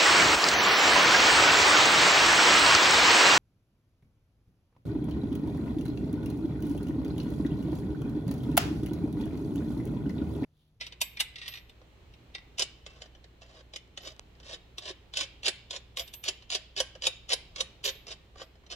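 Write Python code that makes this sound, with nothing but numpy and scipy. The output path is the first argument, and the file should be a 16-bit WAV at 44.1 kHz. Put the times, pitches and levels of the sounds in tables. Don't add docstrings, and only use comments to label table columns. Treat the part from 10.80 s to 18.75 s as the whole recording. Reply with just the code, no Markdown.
import sys
import numpy as np
from scipy import signal
from scipy.fft import rfft, irfft, next_fast_len
from scipy.io import wavfile
from scipy.ndimage import map_coordinates

SR = 44100
rng = np.random.default_rng(int(sys.argv[2]) if len(sys.argv) > 2 else 0)


def output_pcm(signal):
    pcm = np.clip(np.atleast_2d(signal).T, -1, 1) * 32767
    wavfile.write(sys.argv[1], SR, np.round(pcm).astype(np.int16))


N = 350815


def amp(db):
    return 10 ** (np.asarray(db) / 20)


def unit(x):
    return x / np.sqrt(np.mean(x ** 2) + 1e-20)


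def along(points, hz):
    f, v = np.transpose(points)
    return np.interp(np.log(hz + 1), np.log(f + 1), v)


def grid():
    return np.fft.rfftfreq(2 * next_fast_len((N + SR) // 2), 1 / SR)


def filtered(x, response):
    size = 2 * (response.shape[-1] - 1)
    return irfft(rfft(x, size) * response, size)[..., :N]


def causal(gain):
    cepstrum = irfft(np.log(np.maximum(gain, 1e-6)))
    half = len(cepstrum) // 2
    cepstrum[1:half] *= 2
    cepstrum[half + 1:] = 0
    return np.exp(rfft(cepstrum))


def above(hz, edge_hz, order=6):
    return 1 - 1 / (1 + (hz / edge_hz) ** order)


def add(track, s, sound):
    start = max(round(s * SR), 0)
    part = track[..., start:start + sound.shape[-1]]
    part += sound[..., :part.shape[-1]]


def wobble(rate, size):
    knots = np.arange(size) * rate / SR
    return map_coordinates(rng.standard_normal(400), [knots], mode="wrap")


# frequency in Hz, relative strength in dB per Hz.
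AIR_COLOUR = [(15, -31.5), (30, -9.5), (77, -11), (216, -22.5), (400, -22), (600, -27), (1000, -31),
              (1500, -35), (3000, -33), (4200, -39.5), (5000, -44.5), (7000, -47.5), (10000, -56.5),
              (16000, -53.5)]
# frequency in Hz, likeness from 0 to 1.
AIR_ALIKE = [(60, 0.94), (300, 0.84), (800, 0.26), (2000, 0), (10000, 0)]
# frequency in Hz before the waver, rms level in dB before the lean.
HUM_TONES = [(59.3, -60.5), (118.6, -69), (177, -77), (4107, -83)]
AIR_DB = -58.5


def background():
    hz, t = grid(), np.arange(N) / SR
    turn = np.arccos(np.clip(along(AIR_ALIKE, hz), -1, 1)) / 2
    shares = np.array([np.cos(turn), np.sin(turn)])
    mid, side = filtered(rng.standard_normal((2, N)), amp(along(AIR_COLOUR, hz)) * shares)
    drift_db = 0.9 * wobble(3, N)
    air = amp(AIR_DB + drift_db) * unit(np.array([mid + side, mid - side]))
    waver = 0.52 * wobble(2.4, N)
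    hum = sum(np.sqrt(2) * amp(db) * np.sin(2 * np.pi * f * t + waver) for f, db in HUM_TONES)
    return (air + hum) * amp([[-0.5], [0.5]])


def taps(rows, chatter_t60, rise, first_db, lead_in_db):
    force = np.zeros((3, N))
    t = np.arange(-SR // 100, SR // 12) / SR
    after = np.maximum(t, 0)
    chatter = amp(-60 * after / chatter_t60) * (1 - np.exp(-after / rise))
    shape = chatter + amp(lead_in_db) * np.exp(-np.abs(t) / 0.0049)
    for s, db, knock_db, bright_db in rows:
        blow = rng.standard_normal(len(t)) * shape
        blow[np.searchsorted(t, 0.0015)] += amp(first_db)
        add(force, s + t[0], amp([[db + knock_db], [db], [db + bright_db]]) * blow)
    return force


def rubs(rows, slips_per_s, spread_db, release, bright_db, hiss, uneven_db):
    force = np.zeros((3, N))
    t = np.arange(SR // 3) / SR
    for start, end, start_db, end_db, knock_db in rows:
        happens = rng.random(len(t)) < slips_per_s / SR
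        slips = happens * amp(spread_db * rng.standard_normal(len(t)))
        slips = unit(slips * np.sign(rng.standard_normal(len(t))))
        grain = unit(slips + hiss * rng.standard_normal(len(t)))
        length = max(end - start, 0.005)
        pressure_db = np.interp(t, [0, length], [start_db, end_db])
        pressure = amp(pressure_db + uneven_db * wobble(131.0, len(t)))
        pressure *= (1 - np.exp(-t / 0.00085)) * np.exp(-np.maximum(t - length, 0) / release)
        add(force, start, amp([[knock_db], [0], [bright_db]]) * grain * pressure)
    return force


def resonances(modes, broad, damping):
    hz = grid()
    power = amp(along(broad, hz)) ** 2
    for centre, width, db in modes:
        power += amp(db) ** 2 / damping / (1 + (2 * (hz - centre) / (width * damping)) ** 2)
    return causal(np.sqrt(power / np.mean(power)))


# frequency in Hz, width in Hz, relative level in dB.
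BRACKET_MODES = [(378, 36, -4), (450, 60, -9), (532, 51, 0), (625, 59, -3), (740, 60, -10), (1100, 82, -11)]


def steel(force, modes, crack, thud, edge, damping, knock_db, edge_db):
    hz = grid()
    low_band = above(hz, 297, order=12) * (1 - above(hz, 2370))
    bracket = resonances(BRACKET_MODES, thud, damping=1.0) * causal(low_band)
    bolt = resonances(modes, crack, damping)
    body = bolt * causal(above(hz, 1625) * (1 - above(hz, 10870, order=10)))
    sparkle = bolt * causal(amp(edge_db + along(edge, hz)))
    return filtered(force, np.array([amp(knock_db) * bracket, body, sparkle])).sum(axis=0)


# start in seconds, relative level in dB,
# brightness in dB compared with that level.
WASHER_TAPS = [(0.0074, -28.5, -17), (0.0656, -35, -6), (0.123, -39, -21), (0.2143, -22, 6),
               (0.371, -36, -27), (0.3995, -25.5, -9), (0.4038, -18, 2.5), (0.6146, -39, -20),
               (0.679, -31.5, -4.5), (0.895, -48.5, -5), (1.3376, -51, -13), (1.5491, -31, -20),
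               (1.581, -46.5, -24), (3.9817, -43, 4), (5.1706, -36, 3), (5.2767, -46.5, 5),
               (5.3371, -44, 12), (5.4391, -43.5, 9), (7.0409, -36.5, 4)]
# start in seconds, length in seconds, relative level in dB.
WASHER_SLIDES = [(0.005, 0.031, -42), (0.557, 0.22, -46)]
# frequency in Hz, width in Hz before the damping
# factor, relative level in dB before that factor.
BARE_BOLT_MODES = [(1936, 230, -0.5), (2510, 42, -4), (2720, 130, -9.5), (3180, 72, -9), (3655, 146, -1.5),
                   (3930, 50, -6), (5000, 64, -19.5), (5700, 74, -12), (7700, 51, -15), (8600, 42, -26)]
# frequency in Hz, relative strength in dB per Hz.
WASHER_CRACK = [(1300, -52), (2000, -14), (3200, -6.5), (5800, -17), (6800, -30.5), (9000, -30.5),
                (12500, -30.5), (15500, -32)]
# frequency in Hz, relative strength in dB per Hz.
WASHER_THUD = [(200, -25), (400, -1), (750, -1.5), (1150, 2), (1400, 4), (1900, 10), (3000, -34)]
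# frequency in Hz, relative gain in dB.
WASHER_EDGE = [(4000, -17.5), (6500, -1), (8500, 4), (11000, 2), (13000, -0.5), (16000, -14)]
SLIDE_FADE_DB = 1.5
SLIDE_KNOCK_DB, WASHER_KNOCK_DB = -23.5, -19.5


def washer():
    blows = [(s, db, WASHER_KNOCK_DB, bright_db) for s, db, bright_db in WASHER_TAPS]
    slides = [(s, s + length, db, db - SLIDE_FADE_DB, SLIDE_KNOCK_DB) for s, length, db in WASHER_SLIDES]
    force = amp(5.5) * taps(blows, chatter_t60=0.017, rise=0.0017, first_db=6.0, lead_in_db=-19)
    force += amp(-2) * rubs(slides, slips_per_s=600, spread_db=2.5, release=0.012,
                            bright_db=-25.0, hiss=0.48, uneven_db=5.5)
    return steel(force, BARE_BOLT_MODES, WASHER_CRACK, WASHER_THUD, WASHER_EDGE,
                 damping=0.8, knock_db=6.5, edge_db=7.0)


# start in seconds, relative level in dB.
PINGS = [(0.216, -44), (0.407, -61), (0.682, -48.5), (3.219, -65), (5.186, -46), (5.341, -47),
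         (7.044, -42.5), (7.62, -71)]
# frequency in Hz, relative level in dB, time to fade by 60 dB in seconds.
PING_MODES = [(9700, -27, .2), (10880, -39, 0.22), (12940, 2.5, 0.34)]


def pings():
    track, t = np.zeros(N), np.arange(SR // 2) / SR
    for s, db in PINGS:
        ring = sum(amp(level - 60 * t / t60) * np.sin(2 * np.pi * hz * t) for hz, level, t60 in PING_MODES)
        add(track, s, amp(db) * ring * (1 - np.exp(-t / 0.0013)))
    return track


def note(hz, db, t60, rise):
    t = np.arange(SR // 2) / SR
    return amp(db - 60 * t / t60) * np.sin(2 * np.pi * hz * t) * (1 - np.exp(-t / rise))


# start in seconds, frequency in Hz,
# level in dB before the soft start, time to fade by 60 dB in seconds.
CHIMES = [(0.371, 2390, -36, 0.047), (0.406, 2120, -31.5, 0.031), (1.549, 1990, -51, .14),
          (2.067, 2670, -56, 0.37), (2.621, 2700, -53, 0.13)]


def chimes():
    track = np.zeros(N)
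    for s, hz, db, t60 in CHIMES:
        add(track, s, note(hz, db, t60, rise=0.00069))
    return track


FIRM_DB = -24.5
TAP_KNOCK_DB, RUB_KNOCK_DB = -12.5, -19
KNOCK_SLOPE = 0.48
TICK_BRIGHT_DB, CLACK_BRIGHT_DB = -23.5, -19
BRIGHT_SLOPE = 1.19


def knock(db, firm_knock_db):
    return firm_knock_db - KNOCK_SLOPE * (db - FIRM_DB)


def brightness(db, firm_bright_db):
    return firm_bright_db + BRIGHT_SLOPE * (db - FIRM_DB)


def contact(s, db):
    return s, db, knock(db, TAP_KNOCK_DB), brightness(db, TICK_BRIGHT_DB)


def run_on_thread(start, end, start_db, end_db):
    return start, end, start_db, end_db, knock((start_db + end_db) / 2, RUB_KNOCK_DB)


# time in seconds, frequency in Hz.
THUMP_HZ = [(5.5, 377), (6.0, 520)]
THUMP_RING_DB = -5.5


def thump(s, db):
    hz = np.interp(s, *np.transpose(THUMP_HZ))
    return note(hz, db + THUMP_RING_DB, t60=0.047, rise=0.0015)


# landing in seconds, run up to the clack in seconds, coasting after it
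# in seconds, then the relative levels in dB of tick, rattle, clack and thump on the bracket.
STROKES = [(1.7831, 0.038, .004, -24, -32, -19.5, -35), (2.9359, 0.024, .003, -32.5, -53, -26, -51),
           (3.1741, 0.1, 0.044, -29.5, -48, -32.5, -37.5), (3.6, 0.13, 0.028, -46.5, -43.5, -34, -44),
           (3.9814, 0.12, 0.013, -28.5, -39, -43, -38), (4.337, 0.072, 0.034, -29, -33, -22, -29.5),
           (4.632, 0.049, 0.013, -29.5, -30, -17.5, -24.5), (4.9074, 0.055, 0.0096, -24, -40.5, -29.5, -59),
           (5.1707, .024, 0.026, -24, -40, -23, -60), (5.4385, .0463, 0.008, -28, -33.5, -20, -33),
           (5.7015, 0.048, .012, -24, -31, -21, -30), (5.9644, 0.037, 0.0078, -26.5, -34, -18, -23.5),
           (6.2211, .0467, .007, -27, -30.5, -16.5, -21.5), (6.4915, 0.04, .009, -24, -30, -16, -28),
           (6.76, .0459, 0.0046, -27.5, -41.5, -19, -25.5), (7.0402, 0.02, 0.042, -25, -31, -22.5, -35),
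           (7.268, 0.048, .02, -37, -40, -32, -64), (7.5566, 0.06, 0.021, -51, -50.5, -35, -31.5),
           (7.9012, 0.022, .03, -38, -41, -35, -37.5)]
# start in seconds, relative level in dB.
NUT_KNOCKS = [(1.7941, -16.5), (2.0634, -33), (2.2191, -32.5), (2.3496, -51.5), (2.4414, -45.5),
              (2.6179, -42.5), (3.5513, -60), (4.3706, -19), (4.6578, -20), (5.623, -45), (6.152, -42),
              (6.5198, -21), (7.1514, -48), (7.864, -49)]
# start in seconds, length in seconds,
# relative level in dB at the end.
FEELING = [(2.081, 0.181, -60.5), (2.61, 0.2, -61.5)]
# start in seconds, relative level in dB.
BUMPS = [(1.015, -49), (3.9809, -38), (4.338, -37), (6.1528, -39.5), (7.5572, -41.5), (7.5972, -36),
         (7.7546, -50), (7.8361, -52)]
# frequency in Hz, width in Hz, relative level in dB.
BOLT_MODES = [(1500, 44, -17), (2090, 42, -22), (2400, 43, -17), (2546, 40, -14), (2739, 38, -5),
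              (2974, 62, -1), (3085, 67, -1), (3300, 72, -6), (3597, 44, -4), (3775, 62, 0),
              (4118, 41, -17), (4240, 37, -13), (4940, 107, -2), (5318, 42, -19), (5507, 44, -9),
              (5820, 69, -5), (6594, 51, -14), (7008, 76, -6), (7960, 63, -14), (8310, 56, -19),
              (9590, 39, -17), (10070, 65, -16), (10600, 101, -20)]
# frequency in Hz, relative strength in dB per Hz.
NUT_CRACK = [(1300, -16), (2000, -11.5), (3200, -5), (4500, -8.5), (6000, -13), (7500, -21.5),
             (11000, -44.5), (12500, -31), (15500, -30)]
# frequency in Hz, relative strength in dB per Hz.
NUT_THUD = [(200, -38), (320, -10), (680, -4.5), (900, -17.5), (1100, -7), (1330, -15), (1550, -9),
            (1900, -8.5), (3000, -26.5)]
# frequency in Hz, relative gain in dB.
NUT_EDGE = [(4000, -15), (7000, 0), (9000, -0.5), (11000, 3), (13000, -11), (14500, -21.5), (16000, -23)]
GRIP_SHARE = 0.22
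SWELL_DB_PER_S, COAST_FADE_DB = 148, 8.5
FEEL_SWELL_DB = 5.5
BUMP_BOLT_DB, BUMP_BRIGHT_DB = -10.5, -30


def nut():
    blows = [contact(s, db) for s, db in NUT_KNOCKS]
    blows += [(s, db + BUMP_BOLT_DB, -BUMP_BOLT_DB, BUMP_BRIGHT_DB) for s, db in BUMPS]
    runs = [run_on_thread(s, s + length, db - FEEL_SWELL_DB, db) for s, length, db in FEELING]
    thumps = np.zeros(N)
    for s, run, coast, tick_db, rattle_db, clack_db, thump_db in STROKES:
        grip, stop = s + GRIP_SHARE * run, s + run
        clack = (stop, clack_db, thump_db - clack_db, brightness(clack_db, CLACK_BRIGHT_DB))
        blows += [contact(s, tick_db), clack]
        swell_db = SWELL_DB_PER_S * (stop - grip)
        runs.append(run_on_thread(grip, stop, rattle_db - swell_db, rattle_db))
        runs.append(run_on_thread(stop, stop + coast, rattle_db, rattle_db - COAST_FADE_DB))
        add(thumps, stop, thump(stop, thump_db))
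    force = amp(-0.5) * taps(blows, chatter_t60=0.013, rise=0.00071, first_db=4.5, lead_in_db=-20.5)
    force += amp(-1.5) * rubs(runs, slips_per_s=900, spread_db=3.0, release=0.004,
                              bright_db=-35.5, hiss=0.38, uneven_db=2.5)
    return thumps + steel(force, BOLT_MODES, NUT_CRACK, NUT_THUD, NUT_EDGE,
                          damping=1.0, knock_db=1, edge_db=18.5)


# start in seconds, level in dB before the colour below.
SNAPS = [(3.077, -48), (3.365, -38), (3.3952, -19.5)]
# frequency in Hz, gain in dB.
SNAP_COLOUR = [(100, -32), (400, 8), (1500, 6.5), (4000, 5.5), (8000, 3), (15000, -46)]


def snaps():
    track = np.zeros(N)
    for s, db in SNAPS:
        track[round(s * SR)] = amp(db)
    return filtered(track, causal(amp(along(SNAP_COLOUR, grid()))))


def ports(x, lead_ms, bass_edge_hz):
    hz = grid()
    turn = np.pi * hz * lead_ms / 1000 * above(hz, bass_edge_hz)
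    return filtered(x, np.exp(1j * np.array([turn, -turn])))


# frequency in Hz, time to fade by 60 dB in seconds.
ROOM_T60 = [(300, 0.3), (1000, 0.35), (3000, 0.54), (6000, 0.44), (10000, 0.24), (15000, 0.18)]
# frequency in Hz, relative gain in dB.
ROOM_SEND = [(300, -3.5), (800, 7), (1400, 4.5), (2200, 9.5), (3100, 2.5), (4300, 0), (6000, -5),
             (10000, 4)]


def workshop(x, near_db, near_t60, room_db):
    wet, block = np.zeros((2, N)), SR // 4
    for start in range(0, N, block):
        hz, t, z = signal.stft(rng.standard_normal((2, SR // 2)), SR, nperseg=256)
        apart = above(hz, 1000, order=3)[:, None]
        z = np.array([z[0], np.sqrt(1 - apart) * z[0] + np.sqrt(apart) * z[1]])
        near = signal.istft(z * amp(-60 * t / near_t60), SR, nperseg=256)[1]
        far_db = along(ROOM_SEND, hz)[:, None] - 60 * t / along(ROOM_T60, hz)[:, None]
        far = signal.istft(z * amp(far_db), SR, nperseg=256)[1]
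        answer = amp(near_db) * near / np.linalg.norm(near[0])
        answer += amp(room_db) * far / np.linalg.norm(far[0])
        echoes = signal.fftconvolve(x[None, start:start + block], answer, axes=1)
        add(wet, start / SR + 0.001512, echoes)
    return wet


# frequency in Hz, left minus right in dB.
BALANCE_DB = [(400, -3), (1200, -2.5), (2400, 0.5), (3400, 1), (4400, -6.5), (8000, 0), (14000, -8)]


def scene():
    parts = washer() + chimes() + nut()
    near = ports(parts + pings() + snaps(), lead_ms=0.3298, bass_edge_hz=1080)
    heard = near + workshop(parts, near_db=-2.0, near_t60=0.048, room_db=-13.5)
    lean_db = along(BALANCE_DB, grid()) / 2
    return filtered(heard, amp([lean_db, -lean_db])) + background()


def record(dry):
    return filtered(dry, 1 - above(grid(), 15850, order=120))


dry = scene()
out = record(dry)
output_pcm(out)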